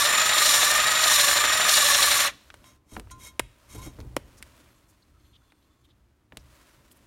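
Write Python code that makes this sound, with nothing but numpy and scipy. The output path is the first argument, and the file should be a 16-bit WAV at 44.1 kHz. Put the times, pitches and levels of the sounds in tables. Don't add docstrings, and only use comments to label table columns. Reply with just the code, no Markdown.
import sys
import numpy as np
from scipy import signal
from scipy.fft import rfft, irfft, next_fast_len
from scipy.io import wavfile

SR = 44100
rng = np.random.default_rng(int(sys.argv[2]) if len(sys.argv) > 2 else 0)


def bounce(signal):
    frames = np.transpose(np.atleast_2d(signal))
    limited = np.clip(frames, -1, 1)
    pcm = np.round(limited * 32767).astype(np.int16)
    wavfile.write(sys.argv[1], SR, pcm)


def volts_from_decibels(level):
    exponent = np.asarray(level, float) / 20
    return 10 ** exponent


N = 311346
TIME = np.arange(N) / SR


def evened(x):
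    return x / np.sqrt(np.mean(x ** 2) + 1e-20)


def read(points, hz):
    f, value = np.transpose(points)
    return np.interp(np.log(hz + 1), np.log(f + 1), value)


def follow(rows, silent=-140):
    s, db = np.transpose(rows)
    return np.interp(TIME, s, db, silent, silent)


def swaying(rows):
    s, value = np.transpose(rows)
    index = np.arange(len(s))
    place = np.interp(TIME, s, index)
    eased = place // 1 + 0.5 - 0.5 * np.cos(np.pi * (place % 1))
    return np.interp(eased, index, value)


def hump(s, length):
    return np.exp(-((TIME - s) / length) ** 2)


def stopping(s, db_per_s):
    return -db_per_s * np.maximum(TIME - s, 0)


def colour(x, points):
    size = next_fast_len(len(x))
    gain = volts_from_decibels(read(points, np.fft.rfftfreq(size, 1 / SR)))
    return evened(irfft(rfft(x, size) * gain, size)[:len(x)])


def resonate(x, hz, width):
    turn = np.exp(2j * np.pi * np.cumsum(hz * np.ones(len(x))) / SR)
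    r = np.exp(-np.pi * width / SR)
    return 2 * (turn * signal.lfilter([1 - r], [1, -r], x / turn)).real


def ring(x, modes):
    out = np.zeros(len(x))
    for hz, width, db in modes:
        out += volts_from_decibels(db) * signal.lfilter(*signal.iirpeak(hz, hz / width, SR), x)
    return out


def restless(x, modes, swell_db, per_s):
    out = np.zeros(len(x))
    for mode in modes:
        swell = volts_from_decibels(swell_db * rng.standard_normal(400))
        out += ring(x, [mode]) * np.interp(TIME * per_s, np.arange(400), swell)
    return out


def lowpass(order, hz):
    return signal.butter(order, hz, fs=SR, output="sos")


def flicker(hz):
    return evened(signal.sosfilt(lowpass(2, hz), rng.standard_normal(N)))


def grit(per_s, spread_db):
    size_db = spread_db * np.minimum(rng.exponential(1, N), 3)
    size = volts_from_decibels(size_db) * rng.uniform(-1.05, 1, N)
    return evened(size * (rng.random(N) < per_s / SR))


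# pitch_hz, level_db (per Hz)
RATTLE_SPECTRUM = [(24, -61.5), (40, -31), (112, -20), (470, -17), (620, -8), (904, -6), (1250, -1),
                   (2290, 0), (3700, -3), (4750, -14.5), (6430, -15.5), (6930, -11), (7670, -24.5),
                   (12400, -39.5), (16300, -49)]


def gear_rattle(low_db, high_db):
    low = colour(grit(9000, 2.7), RATTLE_SPECTRUM)
    high = colour(grit(9000, 2.7), RATTLE_SPECTRUM)
    split = lowpass(2, 2600)
    treble = high - signal.sosfiltfilt(split, high)
    return signal.sosfiltfilt(split, low) * volts_from_decibels(low_db) + treble * volts_from_decibels(high_db)


# pitch_hz, width_hz, level_db
CASING_MODES = [(1760, 150, -5), (1155, 180, -15), (565, 83, -20)]
# multiple, width_hz, level_db (re rattle), once_per_turn_db, twice_per_turn_db, twice_lag_rad
MESH_HARMONICS = [(1, 100, -16.5, 5, 1.0, 0.67), (2, 29, -9, -3.5, 6.0, 1), (3, 90, -10.5, 0, 3.5, -.5),
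                  (4, 79, -15.5, -2.5, -1.6, .1), (6, 73, -14.5, 2, 6, .15), (7, 85, -16, 1.4, 5.5, .8)]


def gear_whine(mesh_hz, angle, once, low_db):
    noise = rng.standard_normal(N)
    whine = ring(noise * volts_from_decibels(0.87 * low_db), CASING_MODES) * volts_from_decibels(17)
    mesh_hz = mesh_hz + 9 * np.sin(angle + 0.45)
    for k, width, db, once_db, twice_db, lag in MESH_HARMONICS:
        fuzz = evened(resonate(resonate(noise, k * mesh_hz, width), k * mesh_hz, width))
        tone = np.sin(2 * np.pi * k * np.cumsum(mesh_hz + 8 * flicker(45)) / SR)
        throb_db = once_db * once + twice_db * np.cos(2 * angle - lag)
        whine += volts_from_decibels(db + throb_db) * (0.36 * fuzz + 1.1 * tone)
    return whine * volts_from_decibels(stopping(2.15, 39))


# pitch_hz, level_db (per Hz)
PASTE_SPECTRUM = [(1470, -33.5), (2500, -23.5), (3190, -6.5), (3500, 2), (4950, -4), (5480, -2), (6770, -8),
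                  (7320, -2), (7740, -3), (9190, -1.5), (12600, -7), (15400, -12), (16300, -17)]
# pitch_hz, width_hz, level_db
HEAD_MODES = [(2920, 150, -6.5), (3390, 20, -6.5), (3540, 49, -2), (3800, 58, -3), (3840, 59, -6),
              (4130, 61, 2.4), (4400, 88, -7.5), (5260, 120, -9.5), (5640, 440, -4), (6440, 96, -6.5),
              (6660, 64, -5.5), (7290, 31, -2), (8300, 180, -11.5), (8860, 46, 0.5), (9350, 160, -5.5),
              (9500, 24, -14.5), (11370, 75, -5.5), (12500, 91, -8)]


def paste_hiss(angle, loose, high_db):
    paste = grit(15000, 0.95)
    waver_db = 2.2 * flicker(45) + 0.36 * np.cos(2 * angle + 0.7)
    hiss = colour(paste, PASTE_SPECTRUM) * volts_from_decibels(3 + loose * waver_db)
    drive_db = loose * (0.7 * high_db + 0.77 * np.cos(2 * angle + 0.3))
    head = evened(restless(paste * volts_from_decibels(drive_db), HEAD_MODES, 2.2, 16)) * volts_from_decibels(4)
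    return hiss + head


# time_s, length_s, drop_hz, gain_db
SEAT_BITES = [
    (0.184, .05, 51.6, 4),
    (0.516, 0.09, 51, 3.5),
    (0.706, .14, 25, -0.5),
    (1.25, 0.16, 87.65, 2),
    (1.788, .06, 59.3, 4.5),
    (2.02, 0.25, 31.2, -2),
]


def seat_squeal():
    hz, db = 7175, -31
    for s, length, drop_hz, gain_db in SEAT_BITES:
        hz = hz - drop_hz * hump(s, length)
        db = db + gain_db * hump(s, length)
    db = db - 7 * hump(0, 0.058) + stopping(2.22, 554)
    tone = np.sqrt(2) * np.sin(2 * np.pi * np.cumsum(hz + 5 * flicker(36)) / SR)
    return tone * volts_from_decibels(db + 1.9 * flicker(92))


def crunches(rows, share, swell_s, trim_db):
    out, t = np.zeros(N), np.arange(2000) / SR
    envelope = (t / swell_s) * np.exp(1 - t / swell_s)
    for s, db, hz in rows:
        puff = rng.standard_normal(len(t))
        body = evened(ring(puff, [(hz, share * hz, 0), (1.45 * hz, 0.35 * hz, -12)]))
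        out[round(s * SR):][:len(t)] += volts_from_decibels(db + trim_db) * body * envelope
    return out


# start_s, end_s, gain_db (of paste hiss)
HAND_PUSHES = [
    (-.35, 0, 8),
    (0.334, 0.67, 8),
    (0.996, 1.304, 7.5),
    (1.625, 2.184, 8),
]


def hand_pressure():
    push_db = np.zeros(N)
    for start, end, db in HAND_PUSHES:
        press = np.minimum((TIME - start) / 0.1, 1 - (TIME - end) / 0.12)
        push_db += (db - 3.5 * (TIME - start)) * np.clip(press, 0, 1)
    return push_db


# time_s, pitch_hz
MESH_SPEED = [(0, 583), (.29, 634), (.6, 586), (.97, 635.2), (1.29, 574), (1.6, 633.2), (1.89, 572.3),
              (2.1, 582), (2.3, 568)]
# time_s, peak_db, pitch_hz
PASTE_CRUNCHES = [(0.0513, -13, 4200), (0.175, -13.5, 3750), (0.1945, -13, 3770), (0.2159, -12, 3600),
                  (0.2593, -15, 3800), (0.2907, -13, 3780), (0.3301, -14.5, 3750), (0.3795, -8.5, 3810),
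                  (0.4564, -11, 4200), (0.4868, -9.5, 3770), (0.5082, -10.5, 4150), (0.5362, -12, 3550),
                  (0.622, -11, 3520), (0.7986, -14.5, 3790), (0.836, -18, 3880), (0.8714, -14.5, 3770),
                  (0.9123, -16, 5480), (0.9512, -12.5, 4130), (0.9882, -13, 3770), (1.036, -8.5, 3940),
                  (1.077, -12.5, 3800), (1.1084, -12.5, 3460), (1.1348, -10.5, 4240), (1.1962, -8.5, 3550),
                  (1.276, -14.5, 3750), (1.3718, -13, 4090), (1.4037, -15.5, 3050), (1.4491, -11, 3710),
                  (1.5219, -14.5, 3740), (1.6412, -13.5, 3940), (1.6891, -6, 4210), (1.7389, -7, 4170),
                  (1.7679, -7.5, 4130), (1.8592, -11, 3580), (1.943, -10.5, 3380), (1.9764, -13, 3770),
                  (2.0248, -7, 4040), (2.1106, -10, 3970), (2.2009, -10.5, 2930)]
# time_s, peak_db, pitch_hz
DRIVE_CLUNKS = [(0.017, -28.5, 950), (0.538, -25, 796), (0.593, -30.5, 1000), (0.649, -31, 865),
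                (0.717, -24.5, 875), (1.055, -18.5, 842), (1.113, -18, 997), (1.283, -25, 813),
                (1.35, -28.5, 999), (1.446, -28.5, 797), (1.625, -26, 750), (1.686, -25.5, 743),
                (1.769, -27, 925), (1.854, -28.5, 862)]


def grinder():
    stop_s, teeth, first_turn = 2.275, 49.8, 0.3
    push_db = hand_pressure()
    rattle_db = -24 - 0.1 * push_db + stopping(stop_s, 554)
    paste_db = -36.5 + push_db + stopping(stop_s - 0.0054, 625)
    loose = np.clip(1.5 - push_db / 9.5, 0.15, 1)
    mesh_hz = swaying(MESH_SPEED)
    angle = 2 * np.pi * (np.cumsum(mesh_hz) / SR / teeth + first_turn)
    once = np.cos(angle - 0.2)
    low_db = 0.8 * np.cos(2 * angle + 0.36) + 1.4 * once + 2.1 * flicker(75)
    high_db = 1.1 * np.cos(2 * angle + 0.05) + 0.72 * once + 1.7 * flicker(70)
    gears = volts_from_decibels(-0.11) * gear_rattle(low_db, high_db) + gear_whine(mesh_hz, angle, once, low_db)
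    seat = volts_from_decibels(paste_db) * paste_hiss(angle, loose, high_db) + seat_squeal()
    cracks = crunches(PASTE_CRUNCHES, 0.22, 0.004, -10.5)
    clunks = crunches(DRIVE_CLUNKS, 0.25, 0.0034, -6.5)
    return volts_from_decibels(rattle_db) * gears + seat + cracks + clunks


# pitch_hz, t60_s
GARAGE_DECAY = [(300, 0.5), (600, 0.28), (1500, 0.35), (4000, 0.6), (12000, 0.28)]


def garage_echo(x):
    taps = rng.standard_normal(SR // 2) * (np.arange(SR // 2) > 250)
    hz, t, z = signal.stft(taps, SR, nperseg=256)
    decay = volts_from_decibels(-60 * t / read(GARAGE_DECAY, hz)[:, None])
    tail = signal.istft(z * decay, SR, nperseg=256)[1]
    return signal.fftconvolve(x, tail / np.linalg.norm(tail))[:N]


# pitch_hz, level_db (per Hz)
AIR_SPECTRUM = [(120, -36), (200, -11.5), (245, -4), (264, -6.5), (300, 0), (361, -8.5), (467, -20),
                (1110, -16.5), (4930, -29.5), (12600, -36), (16300, -35.5)]


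def room_air():
    return volts_from_decibels(-73) * colour(rng.standard_normal(N), AIR_SPECTRUM)


# time_s, length_s, rumble_db, knuckle_db (re rumble)
GRIP_SHIFTS = [(2.321, 0.068, -71, 10), (2.62, 0.15, -61.5, -8), (3.145, 0.21, -59.5, -4),
               (3.82, 0.088, -45, -8.5), (4.018, 0.074, -60, -3), (4.13, 0.22, -53, -7.5),
               (4.6, 0.19, -71, 2.5), (5.21, 0.29, -68, -16), (5.947, 0.13, -70, -16),
               (6.4, 0.12, -66, -30), (6.853, 0.4, -73.5, 2.5)]


def shaking():
    motor_db = stopping(2.195, 138.5)
    rumble = volts_from_decibels(-54.5 + motor_db) + volts_from_decibels(-67.5)
    knuckle = volts_from_decibels(-56.5 + motor_db) + volts_from_decibels(-73.5)
    for s, length, db, knuckle_db in GRIP_SHIFTS:
        rumble += volts_from_decibels(db) * hump(s, length)
        knuckle += volts_from_decibels(db + knuckle_db) * hump(s, length)
    return rumble, knuckle


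# pitch_hz, level_db (per Hz)
RUMBLE_SPECTRUM = [(12, -44), (20, -16), (35, -6.5), (64, 3), (81, -3), (102, -4.5), (127, -2), (151, -19),
                   (200, -18.5), (260, -41.5), (440, -120)]
# pitch_hz, level_db (per Hz)
KNUCKLE_SPECTRUM = [(60, -32), (140, -3), (300, 0.5), (500, -10), (900, -16), (2500, -38)]
# pitch_hz, level_db (per Hz)
RUSTLE_SPECTRUM = [(290, -36.5), (500, -3), (578, 5.5), (833, -8.5), (936, 2), (4720, -8.5), (8970, -11),
                   (15200, -16), (16300, -17)]
# time_s, level_db
RUSTLE_LEVEL = [(2.33, -61.5), (2.76, -65), (2.8, -85), (3.05, -65.5), (3.45, -69), (3.8, -57),
                (4.1, -66.5), (4.25, -63), (4.6, -60), (4.8, -67.5), (5.08, -71), (5.85, -75.5), (6.3, -83),
                (6.39, -66.5), (6.56, -60), (6.73, -61), (6.79, -65.5), (7.06, -65.5)]
# pitch_hz, width_hz, level_db
VALVE_MODES = [(1085, 40, 0.5), (1280, 50, -4.5), (3500, 60, -4.5), (4200, 60, -5), (6280, 160, -11.5),
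               (7150, 150, -13.5), (8690, 150, -11.5), (11400, 200, -12)]
# time_s, level_db
FINGERTIP_LEVEL = [
    (4.62, -95),
    (4.72, -71),
    (5.1, -86),
    (5.3, -73),
    (5.9, -83),
    (6.05, -93),
]


def hands():
    low, high = shaking()
    rumble = colour(rng.standard_normal(N), RUMBLE_SPECTRUM) * low * volts_from_decibels(1.5 * flicker(7.5))
    knuckle = colour(rng.standard_normal(N), KNUCKLE_SPECTRUM) * high * volts_from_decibels(0.5 * flicker(8.3))
    hum = evened(restless(rng.standard_normal(N), VALVE_MODES, 3.5, 11))
    hum *= volts_from_decibels(follow(FINGERTIP_LEVEL) + 1.106 * flicker(8))
    rustle = colour(grit(8700, 0.92), RUSTLE_SPECTRUM) * volts_from_decibels(follow(RUSTLE_LEVEL) + 0.95 * flicker(30))
    return rumble + knuckle + hum + rustle


# time_s, peak_db, body_hz, thud_db, tick_db
TOOL_KNOCKS = [(2.502, -35.5, 1650, -8, -23), (2.541, -48.5, 1690, 15.5, 7), (2.642, -52, 2000, 8, -11),
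               (2.67, -56, 1900, -3, -11), (2.965, -34, 1400, 2, -14), (2.967, -26, 885, 0, -16),
               (2.953, -44, 1500, -8, -10), (2.997, -35.5, 1960, 5.5, 4), (3.072, -46.5, 900, -8, -15),
               (3.101, -50, 1490, 4, -14), (3.3946, -10, 2260, -22, -2), (3.3965, -21, 3800, -14, 0),
               (3.3976, -15.5, 980, -9, -4), (3.3951, -21, 365, -24, -20), (3.987, -44.5, 520, 3, -23),
               (4.003, -38.5, 4400, 7, -5), (4.012, -44, 2400, -6, -5), (4.1644, -39, 7200, -16, 1.5),
               (4.1652, -21, 5800, -18, 1), (4.166, -18.5, 2200, -7, -8), (4.1662, -18.5, 420, 2, -20),
               (4.4255, -29.5, 2050, -21, 1.5), (4.4257, -34, 5350, -20, -9), (4.405, -52, 900, 3, -17),
               (4.66, -53, 1190, -11, -18), (5.521, -50, 1221, -1, -6), (6.322, -42, 1060, 2, -36.5),
               (6.371, -26.5, 2800, -3, 0), (6.914, -44, 3290, -17, -1)]


def knocks():
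    out, t = np.zeros(N + 6000), np.arange(6000) / SR
    for s, db, hz, thud_db, tick_db in TOOL_KNOCKS:
        t60 = 0.026 * volts_from_decibels(-0.0518 * (db + 33))
        crack = 0.11 * rng.standard_normal(len(t)) * volts_from_decibels(-60 * t / t60) * np.minimum(t / 0.000086, 1)
        crack[30] -= 1
        soft = signal.sosfilt(lowpass(3, min(3.04 * hz, SR / 2.2)), crack)
        body = ring(soft, [(hz, 0.3 * hz, 0), (1.35 * hz, 0.4 * hz, -5)])
        thud = ring(soft, [(408, 80, -30), (780, 1800, 17)])
        tick = ring(crack * volts_from_decibels(-60 * t / 0.11), [(5700, 1000, -8.5), (9200, 2000, 24), (14300, 5000, 0)])
        for part, part_db in ((body, 0), (thud, thud_db), (tick, tick_db)):
            out[round(s * SR):][:len(t)] += volts_from_decibels(db + part_db) * part / abs(part).max()
    return out[:N]


# peak_s, level_db, rise_s, fall_s, deep_ring_db
BAR_STROKES = [(2.668, -61, 0.057, 0.1, -22), (2.945, -55.5, 0.087, .04, -4),
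               (3.114, -48, 0.012, 0.021, -18), (3.209, -59.5, 0.047, 0.03, -10),
               (3.238, -54, 0.055, 0.048, -14.5), (3.272, -50, 0.057, 0.047, -10),
               (3.704, -58.5, 0.032, .06, -22), (3.73, -57, 0.025, 0.03, -22),
               (3.754, -52, 0.03, 0.027, -21), (3.786, -52.5, 0.022, 0.043, 5),
               (3.82, -59, 0.017, 0.04, -3), (3.84, -55, .03, 0.033, -15), (3.864, -53.5, .04, 0.053, -11)]


def strokes():
    out = np.zeros((4, N))
    for s, db, rise, fall, deep_db in BAR_STROKES:
        drop_db = 34 * np.maximum((s - TIME) / rise, (TIME - s) / fall) ** 1.7
        ring_db = db - drop_db * np.where(TIME > s, 1 - 0.28, 1)
        out += volts_from_decibels(np.array([db - drop_db, ring_db + deep_db, ring_db - 7, ring_db - 0.5]))
    return out


# pitch_hz, level_db (per Hz)
SLIDE_SPECTRUM = [(290, -41), (500, -5), (809, -15), (1050, -3), (1800, -14), (2120, -7), (3580, -12.5),
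                  (9230, -7), (14100, -13.5), (16300, -28)]
# pitch_hz, width_hz, level_db
BAR_MODES = [(1024, 7.1, 9), (1400, 15, -7), (2173, 26, 3.5), (3230, 42, 1), (3800, 13, 5), (4270, 29, -6),
             (5360, 36, -1), (5500, 30, -1), (5740, 24, 0.5), (6170, 38, -4), (6450, 22, 7.5),
             (7200, 65, -0.5), (7850, 54, -20), (8270, 31, -6), (8960, 53, -2), (9240, 21, -20),
             (10200, 45, -30), (11400, 33, -1)]


def slides():
    level, *rings = strokes()
    drag = grit(7000, 0.85) * volts_from_decibels(1.1 * flicker(85))
    out = colour(drag, SLIDE_SPECTRUM) * level
    for modes, gain in zip((BAR_MODES[:2], BAR_MODES[2:3], BAR_MODES[3:]), rings):
        damped = [(hz, 1.7 * width, db) for hz, width, db in modes]
        out += restless(drag * gain, damped, 1.4, 11) / np.std(ring(drag, damped))
    return out


# pitch_hz, level_db, t60_s
TAPPED_MODES = [(1040, -1.5, 0.58), (1400, -7, 0.22), (2170, -15, 0.14), (2540, -24, 0.41),
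                (3300, -19, 0.2), (3800, -14, 0.1), (4040, -13, 0.17), (5260, -26, 0.11), (5760, -21, 0.31),
                (6309, -20, 0.15), (6870, -19, 0.054), (7000, -8, 0.12), (8800, -4, 0.076)]
# time_s, ring_db, free_s (until a hand damps it)
BAR_TAPS = [
    (2.642, -57, 0.21),
    (3.113, -44.5, 0.084),
    (3.27, -55, 0.12),
    (3.817, -50, 0.023),
]


def taps():
    out, t = np.zeros(N), np.arange(15000) / SR
    for s, db, free in BAR_TAPS:
        tone = np.zeros(len(t))
        for hz, mode_db, t60 in TAPPED_MODES:
            reach_db = 1.1 * rng.standard_normal()
            tone += volts_from_decibels(mode_db + reach_db - 60 * t / t60) * np.sin(2 * np.pi * hz * t)
        out[round(s * SR):][:len(t)] += volts_from_decibels(db - 499 * np.maximum(t - free, 0)) * tone
    return out


# time_s, peak_db, deep_db, t60_s
BENCH_BUMPS = [(2.919, -41.5, 3.5, 0.26), (2.968, -32.5, -21, 0.16), (3.393, -40.5, 1, 0.067),
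               (3.749, -35.5, -3, 0.14), (3.862, -33, -4.5, 0.12), (3.987, -33, -1, 0.15),
               (4.045, -40.5, 2, 0.11), (4.108, -60, -2, 0.15), (4.165, -24, -24, 0.066),
               (4.406, -48.5, -9, 0.21), (6.32, -46, -7, 0.2), (6.368, -41, -6, 0.064)]


def bumps():
    out, t = np.zeros(N + 15000), np.arange(15000) / SR
    for s, db, deep_db, t60 in BENCH_BUMPS:
        thump = colour(rng.standard_normal(len(t)), KNUCKLE_SPECTRUM)
        thump *= volts_from_decibels(-60 * t / t60) * np.minimum(t / 0.0032, 1)
        deep = colour(rng.standard_normal(len(t)), RUMBLE_SPECTRUM)
        deep *= volts_from_decibels(-60 * t / (4.4 * t60)) * np.minimum(t / 0.013, 1)
        bump = thump / abs(thump).max() + volts_from_decibels(deep_db) * deep / abs(deep).max()
        out[round(s * SR):][:len(t)] += volts_from_decibels(db) * bump
    return out[:N]


# time_s, peak_db, pitch_hz, length_s
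FINGER_SQUEAKS = [(4.361, -49, 5640, 0.05), (4.368, -49, 9150, .033), (4.736, -63, 7020, 0.062),
                  (4.87, -56, 9670, 0.062), (4.87, -59, 6820, .055), (5.194, -64, 4200, 0.024),
                  (5.238, -59, 3370, .042), (5.324, -52, 3330, 0.037), (5.345, -48, 3400, 0.032),
                  (5.499, -55, 3380, 0.015), (5.614, -61, 3630, 0.028), (5.634, -64, 3800, 0.026),
                  (5.834, -55.5, 3470, 0.038), (5.837, -63, 10500, 0.032), (5.877, -57.5, 3500, 0.059),
                  (6.38, -57, 5500, 0.047), (6.905, -46, 10540, .032), (6.953, -52.5, 10500, 0.033)]
# time_s, peak_db, pitch_hz, length_s
SKIN_WHISTLES = [
    (5.018, -53, 4240, 0.021),
    (5.12, -61, 1290, .09),
    (5.4, -63, 1400, 0.046),
    (4.655, -60, 2300, 0.0405),
]


def squeaks():
    out = np.zeros(N)
    for rows, narrow in ((FINGER_SQUEAKS, 1), (SKIN_WHISTLES, 0.4)):
        for s, db, hz, length in rows:
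            slip = rng.standard_normal(round(length * SR))
            width = narrow * (0.13 + 0.059 * hz / 1000) * hz
            mode = [(hz, width, 0)]
            rasp = evened(ring(ring(slip, mode), mode)) * np.hanning(len(slip))
            out[round(s * SR):][:len(slip)] += volts_from_decibels(db - 10.5) * rasp
    return out


def scene():
    close = grinder() + knocks() + slides() + taps() + squeaks()
    return (close + volts_from_decibels(-26) * garage_echo(close) + room_air() + hands() + bumps())[None]


def low_pass(x):
    return signal.sosfilt(signal.butter(12, 16790, fs=SR, output="sos"), x)


def record(dry):
    band_limit = signal.firwin(511, 15950, window=("kaiser", 9), fs=SR)
    limited = signal.oaconvolve(dry, band_limit[None], "same")
    return low_pass(limited)


dry = scene()
out = record(dry)
bounce(out)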